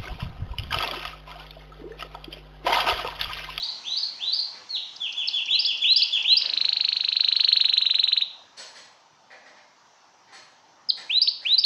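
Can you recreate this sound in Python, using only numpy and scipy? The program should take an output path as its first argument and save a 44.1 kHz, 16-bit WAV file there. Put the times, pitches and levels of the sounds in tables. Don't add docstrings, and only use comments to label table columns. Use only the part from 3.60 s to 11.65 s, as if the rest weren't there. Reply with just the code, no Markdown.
import sys
import numpy as np
from scipy import signal
from scipy.fft import rfft, irfft, next_fast_len
from scipy.io import wavfile
from scipy.ndimage import uniform_filter1d

SR = 44100
rng = np.random.default_rng(int(sys.argv[2]) if len(sys.argv) > 2 else 0)


def pcm_store(signal):
    levels = np.round(np.clip(np.atleast_2d(signal), -1, 1) * 32767)
    wavfile.write(sys.argv[1], SR, levels.astype(np.int16).T)


N = 355137

# (frequency [Hz], relative level [dB])
RUSH_COLOUR = [(20, -34), (55, -20), (100, -10), (200, -8.5), (430, -9.5), (650, 0.5), (900, 6),
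               (1300, -1.5), (2500, -10), (4000, -11.5), (6000, -8), (7200, -20.5), (8500, -36.5),
               (15000, -42.5)]
# (time [s], level [dB])
RUSH_LEVEL = [(0, -53.5), (1.2, -55.5), (2.4, -56.5), (3, -54), (3.6, -57), (4.8, -56.5), (5.55, -60),
              (6.3, -58), (7.2, -58.5), (8.05, -61.5)]
# (frequency [Hz], relative level [dB])
RUMBLE_COLOUR = [(25, -34), (60, -22), (100, -5.5), (170, -3), (330, -1.5), (600, -7), (1200, -44)]
# (time [s], level [dB])
RUMBLE_LEVEL = [(0, -64.5), (1.0, -66.5), (1.7, -68.5), (1.95, -60), (2.4, -70.5), (2.9, -64), (4.0, -73),
                (5.5, -73), (7, -72.5), (8.05, -69)]
# (frequency [Hz], relative level [dB])
HISS_COLOUR = [(600, -24), (1500, 1), (3000, 8), (6000, 7.5), (7500, -7.5), (9500, -22.5), (15000, -41.5)]
# (time [s], level [dB])
HISS_LEVEL = [(0, -48), (1, -53), (1.4, -54), (2.8, -52), (3.5, -54), (4.7, -67), (8.05, -68.5)]

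# (time [s], clatter level [dB], ring level [dB])
KNOCKS = [(0.933, -52, -72), (2.546, -52.5, -69), (2.82, -45, -79.5), (4.967, -44, -39), (5.145, -49, -46),
          (5.702, -45, -64), (5.848, -48.5, -63), (5.958, -55, -79), (6.67, -57, -72), (6.722, -43, -47),
          (7.364, -45, -46.5), (7.812, -46, -54)]
# (frequency [Hz], relative level [dB], time to fade by 60 dB [s])
METAL_MODES = [(1728, -12, 0.46), (1900, -18, .4), (4215, 2.5, .33), (4250, 8, .12), (4400, -3, .27),
               (6600, -15.5, .34), (7799, -3.5, .26), (7790, -7.5, .49), (9496, -10, .19)]
# (frequency [Hz], relative level [dB])
CLATTER_COLOUR = [(30, -43), (100, -18.5), (400, -11), (600, -1.5), (1000, -2), (1350, -6.5), (1900, 2),
                  (2700, -12.5), (4300, -10), (6500, -20.5), (9000, -45.5), (15000, -64.5)]
# (frequency [Hz], relative level [dB])
SCRAPE_COLOUR = [(100, -47), (800, -21.5), (2500, -5.5), (4400, -0.5), (6200, -1.5), (8000, -17.5),
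                 (9000, -24.5), (11000, -31.5), (15000, -49.5)]
# (time [s], frequency [Hz], level [dB])
THIN_CLINKS = [(0.247, 6090, -31), (1.464, 6130, -39)]

# (echo delay [s], level [dB])
WALL_ECHOES = [(.0053, -19), (.0076, -23), (0.0116, -21.5), (0.0121, -24), (0.0185, -33.5), (.022, -32.5),
               (.031, -27.5)]
# (frequency [Hz], time to fade by 60 dB [s])
ROOM_FADE = [(300, 1), (1000, 0.58), (2500, 0.67), (4200, 0.51), (8000, 0.41), (15000, 0.64)]

NOTE_SHAPES = { "sweep": [(0, .53, -30), (.08, .6, -11), (.17, .7, -7.5), (.28, .805, -8.5),
               (.45, .88, -8.5), (.6, .925, -4.5), (.76, .965, -1.5), (.9, .995, .5), (1, 1, -9.5)],
               "slur": [(0, .6, -24), (.12, .66, -17), (.22, .79, -6), (.34, .855, -2.5), (.5, .9, -6),
               (.66, .955, -4.5), (.82, 0.97, -.5), (1, 1.02, -5)], "flick": [(0, .855, -8),
               (.15, .89, -0.5), (.33, .915, 0), (.6, .98, -4.5), (.8, 1.015, -5), (1, 1.033, -15)],
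               "rise": [(0, 0.49, -16), (.2, .78, -2), (.45, .87, -2.5), (.7, .94, -3), (1, 1.02, -8.5)],
               "sigh": [(0, 1.02, -15.5), (.17, .985, 3), (.4, .94, -2), (.65, .875, -4.5), (.85, .79, -3),
               (1, .72, -10)], "drop": [(0, 1, -13), (.28, .975, -6), (.55, .94, -6), (.71, .89, 2),
               (.86, .76, -1), (1, .6, -10)], "chip": [(0, 1.01, -26), (.14, 0.95, -9), (.35, 0.94, -11),
               (.5, .88, -5), (.63, .77, 1.5), (.8, 0.61, -17.5), (1, 0.61, -19)],
               "short chirp": [(0, .27, -24.5), (.12, .34, -26), (.24, .45, -30), (.4, .6, -9),
               (.56, .76, -8), (.68, .89, 0.5), (.78, .94, 2.5), (.88, .985, -3.5), (1, 1.06, -15)],
               "long chirp": [(0, .29, -26.5), (.13, .39, -30), (.22, .55, -20), (.32, .7, -5),
               (.43, .81, -6.5), (.53, .885, -2.5), (.72, .96, 1.5), (.88, .995, -4), (1, 1.03, -19)], }
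# (multiple of the pitch, level under the main tone [dB])
OVERTONE_LEVELS = [(2, -39), (3, -51), (4, -57)]
# (frequency [Hz], change of level [dB])
THROAT_COLOUR = [(2500, -3.5), (6000, 8), (7000, 4.5), (7700, -6.5), (8500, -6), (9500, 0.5), (10400, -6),
                 (11400, -1), (12200, -14), (13200, -12), (14200, -1)]

# (time of first flick [s], glide length [s], pitch [Hz], level [dB])
FAR_GLIDES = [(.023, 0.1, 3970, -20), (.366, 0.11, 4100, -17), (.725, .116, 4090, -15.5)]
# (time after the first [s], length [s], factor on the glide's pitch, level over the glide [dB])
FAR_FLICK_PAIR = [(0, .028, 1.21, 2.5), (.063, .019, 1.14, 3)]
# (time [s], length [s], level [dB])
FAR_SIGHS = [(1.402, 0.076, -18.5), (1.565, 0.077, -17), (1.729, 0.076, -15.5), (1.897, 0.069, -14),
             (2.06, .064, -15), (2.214, .057, -13), (2.371, .052, -13.5), (2.523, 0.059, -12.5),
             (2.666, .064, -13.5)]
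# (frequency [Hz], relative level [dB])
LISP_COLOUR = [(2500, -44.5), (4300, 1.5), (5700, -1.5), (6500, -24.5), (9000, -58.5)]
# (time of flick [s], glide length [s], pitch [Hz], level [dB],
# straight path [dB], flick over the glide [dB], pitch of closing rise [Hz])
NEAR_GLIDES = [(1.989, 0.09, 4120, -19, 0.5, 5.5, 5250), (2.359, .103, 4170, -16.5, 2, 4, 5150),
               (2.766, .103, 4150, -16.5, 2.5, 4, 5160), (7.615, .101, 4110, -18.5, 3, 7, 4870),
               (7.979, .111, 4080, -19, 4, 6, 4940)]
# (time [s], length [s], pitch [Hz], level [dB], straight path [dB])
NEAR_CHIPS = [(1.673, .0226, 5550, -18.5, 0.5), (7.287, 0.027, 5270, -15, 2.5)]
# (time [s], time from one chirp to the next [s])
TRILL_BEAT = [(2.82, .03868), (2.95, .03829), (3.2, .03983), (3.7, .0397), (3.95, .04184), (4.05, .04168),
              (4.6, .0459)]
# (time [s], length [s], pitch [Hz], level [dB])
TRILL_CHIRPS = [(2.82, 0.016, 4490, -19), (2.97, 0.016, 4390, -14.5), (3.22, .017, 4410, -14.5),
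                (3.38, 0.017, 4430, -16.5), (3.6, .018, 4390, -14), (3.9, 0.021, 4325, -12),
                (4.28, .023, 4186, -13), (4.58, 0.023, 4165, -13.5), (4.625, .026, 4060, -17)]

LEAD_S = .2
FAR_OVERTONES_DB, NEAR_OVERTONES_DB = 0, -2.5
FAR_GAP_S, FAR_STRAIGHT_DB, FAR_FLICK_STRAIGHT_DB = .02, -12, -9
DROP_AT_S, DROP_S, DROP_HZ, DROP_DB = 1.091, .084, 4400, -17.5
SIGH_HZ, SIGH_STRAIGHT_DB = 3490, -9.5
LISP_LEAD_S, LISP_DB = .044, -36
NEAR_GAP_S = .021
FLICK_S, FLICK_RATIO, FLICK_STRAIGHT_DB = .023, 1.252, -4
RISE_AFTER_S, RISE_S, RISE_DB = .0575, .0235, 1
TRILL_START_S, TRILL_END_S = 2.8213, 4.64
CHIRP_PEAK = .69
EDGE_HZ = 15700


def amp(db):
    return 10 ** (np.asarray(db) / 20)


def evened(x):
    return x / np.sqrt(np.mean(x ** 2) + 1e-20)


def read(points, hz):
    f, value = np.transpose(points)
    return np.interp(np.log(hz + 1), np.log(f + 1), value)


def curve(points):
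    return np.interp(np.arange(N) / SR, *np.transpose(points))


def add(mix, s, sound):
    part = mix[round(s * SR):][:len(sound)]
    part += sound[:len(part)]


def noise(colour, size):
    spectrum = rfft(rng.standard_normal(size))
    gain = amp(read(colour, np.fft.rfftfreq(size, 1 / SR)))
    return evened(irfft(spectrum * gain, size))


def wander(rate_hz, size):
    span = next_fast_len(max(size, SR // 10))
    hz = np.fft.rfftfreq(span, 1 / SR)
    slow = rfft(rng.standard_normal(span)) * np.exp(-(hz / rate_hz) ** 2)
    return evened(irfft(slow, span))[:size]


def patchy(x, patchy_db=2.0):
    z = signal.stft(x, SR, nperseg=1024)[2]
    patches = uniform_filter1d(rng.standard_normal(z.shape), size=7, axis=0)
    patches = uniform_filter1d(patches, size=7, axis=1)
    return signal.istft(z * amp(patchy_db * evened(patches)), SR, nperseg=1024)[1][:N]


def background(lumps_db=1.5, lumps_hz=7):
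    rush = noise(RUSH_COLOUR, N) * amp(curve(RUSH_LEVEL))
    rumble = noise(RUMBLE_COLOUR, N) * amp(curve(RUMBLE_LEVEL) + lumps_db * wander(lumps_hz, N))
    hiss = noise(HISS_COLOUR, N) * amp(curve(HISS_LEVEL))
    return patchy(rush + rumble + hiss)


def first_echoes(x):
    out = np.zeros(len(x))
    for delay, db in WALL_ECHOES:
        add(out, delay, amp(db) * x)
    return out


def room(x, build_s=0.0031):
    hz, t, z = signal.stft(rng.standard_normal(SR), SR, nperseg=256)
    fade = amp(-60 * t / read(ROOM_FADE, hz)[:, None])
    tail = signal.istft(z * fade, SR, nperseg=256)[1]
    tail *= 1 - np.exp(-(np.arange(len(tail)) / SR / build_s) ** 2)
    return signal.fftconvolve(x, tail / np.linalg.norm(tail))[:len(x)]


def near_surface(x, dip_hz, width_hz, depth):
    notched = signal.lfilter(*signal.iirnotch(dip_hz, dip_hz / width_hz, SR), x)
    return x + np.clip(depth, 0, 1) * (notched - x)


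def clanks(clatter_t60=0.13, scrape_t60=0.32, clink_t60=0.35, settle_s=0.006, clatter_gain_db=12.0,
           scrape_gain_db=6, spread_hz=60, steady=.7, beating=.6, rattle_db=3, rattle_hz=45):
    out, t = np.zeros(N), np.arange(SR) / SR
    attack = 1 - np.exp(-t / settle_s)
    for s, clatter_db, ring_db in KNOCKS:
        ring = np.zeros(SR)
        for hz, db, t60 in METAL_MODES:
            beat = steady + beating * wander(spread_hz, SR)
            ring += amp(db - 60 * t / t60) * beat * np.sin(2 * np.pi * hz * t)
        scrape = noise(SCRAPE_COLOUR, SR) * amp(scrape_gain_db - 60 * t / scrape_t60)
        rattle = rattle_db * wander(rattle_hz, SR)
        clatter = noise(CLATTER_COLOUR, SR) * amp(clatter_gain_db - 60 * t / clatter_t60 + rattle)
        add(out, s, attack * (amp(clatter_db) * clatter + amp(ring_db) * (ring + scrape)))
    for s, hz, db in THIN_CLINKS:
        clink = wander(2 * spread_hz, SR) * np.sin(2 * np.pi * hz * t)
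        add(out, s, attack * amp(db - 60 * t / clink_t60) * clink)
    return out


def gesture(name, length):
    share, *columns = np.transpose(NOTE_SHAPES[name])
    u = np.linspace(0, 1, int(length * SR))
    return np.array([uniform_filter1d(np.interp(u, share, c), size=90, mode="nearest") for c in columns])


def whistle(hz, level_db, overtones_db=0, waver=0.0058, flutter_db=1.04, overtone_flutter_db=3.5,
            loud_db=-13, growth=.3, edge_s=.0017):
    size = len(hz)
    phase = 2 * np.pi * np.cumsum(hz * (1 + waver * wander(250, size))) / SR
    tone = np.sin(phase)
    effort_db = growth * (level_db - loud_db)
    for k, db in OVERTONE_LEVELS:
        k = round(k)
        flutter = overtone_flutter_db * wander(300, size)
        db = db + overtones_db + read(THROAT_COLOUR, k * hz) + effort_db + flutter
        tone += amp(db) * np.sin(k * phase + wander(300, size)) * (k * hz < SR / 2)
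    from_end = np.minimum(np.arange(size), np.arange(size)[::-1]) / SR
    fade = np.sin(np.pi / 2 * np.minimum(from_end / edge_s, 1)) ** 2
    return np.sqrt(2) * tone * fade * amp(level_db + flutter_db * wander(150, size))


def note(name, length, hz, db, overtones_db):
    bend, swell_db = gesture(name, length)
    return whistle(hz * bend, db + swell_db, overtones_db)


def lisps(length=0.015):
    out, size = np.zeros(N), int(length * SR)
    for s, _, _ in FAR_SIGHS:
        puff = noise(LISP_COLOUR, size) * np.hanning(size)
        add(out, s - LISP_LEAD_S, amp(LISP_DB) * puff)
    return out


def far_notes():
    for flick_at, length, hz, db in FAR_GLIDES:
        yield flick_at - FAR_GAP_S - length, "slur", length, hz, db, FAR_STRAIGHT_DB
        for after, flick_s, ratio, over_db in FAR_FLICK_PAIR:
            yield flick_at + after, "flick", flick_s, hz * ratio, db + over_db, FAR_FLICK_STRAIGHT_DB
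    yield DROP_AT_S, "drop", DROP_S, DROP_HZ, DROP_DB, SIGH_STRAIGHT_DB
    for s, length, db in FAR_SIGHS:
        yield s, "sigh", length, SIGH_HZ, db, SIGH_STRAIGHT_DB


def near_notes():
    for s, length, hz, db, straight_db in NEAR_CHIPS:
        yield s, "chip", length, hz, db, straight_db
    for flick_at, length, hz, db, straight_db, flick_db, rise_hz in NEAR_GLIDES:
        rise_at = flick_at + RISE_AFTER_S
        yield flick_at - NEAR_GAP_S - length, "sweep", length, hz, db, straight_db
        yield flick_at, "flick", FLICK_S, hz * FLICK_RATIO, db + flick_db, straight_db + FLICK_STRAIGHT_DB
        if not TRILL_START_S < rise_at + RISE_S < TRILL_END_S:
            yield rise_at, "rise", RISE_S, rise_hz, db + RISE_DB, straight_db


def song():
    around, ahead = np.zeros((2, N + round(LEAD_S * SR)))
    for notes, overtones_db in (far_notes(), FAR_OVERTONES_DB), (near_notes(), NEAR_OVERTONES_DB):
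        for s, name, length, hz, db, straight_db in notes:
            sound = note(name, length, hz, db, overtones_db)
            add(around, LEAD_S + s, sound)
            add(ahead, LEAD_S + s, sound * amp(straight_db))
    return around, ahead


def trill(short_s=.017, long_s=.0235, pitch_scatter=.01, scatter_db=.8, short_overtones_db=-4,
          long_overtones_db=1.5):
    out, s = np.zeros(N), TRILL_START_S
    times, *controls = np.transpose(TRILL_CHIRPS)
    while s < TRILL_END_S:
        length, hz, db = (np.interp(s, times, c) for c in controls)
        slow = np.clip((length - short_s) / (long_s - short_s), 0, 1)
        bend, swell_db = (1 - slow) * gesture("short chirp", length) + slow * gesture("long chirp", length)
        overtones_db = (1 - slow) * short_overtones_db + slow * long_overtones_db
        sharp, loud = rng.standard_normal(2)
        pitch = hz * bend * (1 + pitch_scatter * sharp)
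        chirp = whistle(pitch, db + swell_db + scatter_db * loud, overtones_db)
        add(out, s - CHIRP_PEAK * length, chirp)
        s += np.interp(s, *np.transpose(TRILL_BEAT))
    return out


def scene(room_db=-8.0, echo_db=0.0, trill_room_db=-11.7, trill_echo_db=3, far_straight_db=-13, far_room_db=-2):
    around, ahead = song()
    chirps, knocks = trill() + lisps(), clanks()
    sung = near_surface(ahead, dip_hz=3270, width_hz=240, depth=0.52)
    sung += first_echoes(amp(echo_db) * around) + room(amp(room_db) * around)
    trilled = near_surface(chirps, dip_hz=3350, width_hz=500, depth=.95)
    trilled += first_echoes(amp(trill_echo_db) * chirps) + room(amp(trill_room_db) * chirps)
    metal = amp(far_straight_db) * knocks + room(amp(far_room_db) * knocks)
    return (sung[-N:] + trilled + metal + background())[None]


def record(dry):
    low_pass = signal.firwin(511, EDGE_HZ, window=("kaiser", 9), fs=SR)
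    return signal.oaconvolve(dry, low_pass[None], "same")


dry = scene()
out = record(dry)
pcm_store(out)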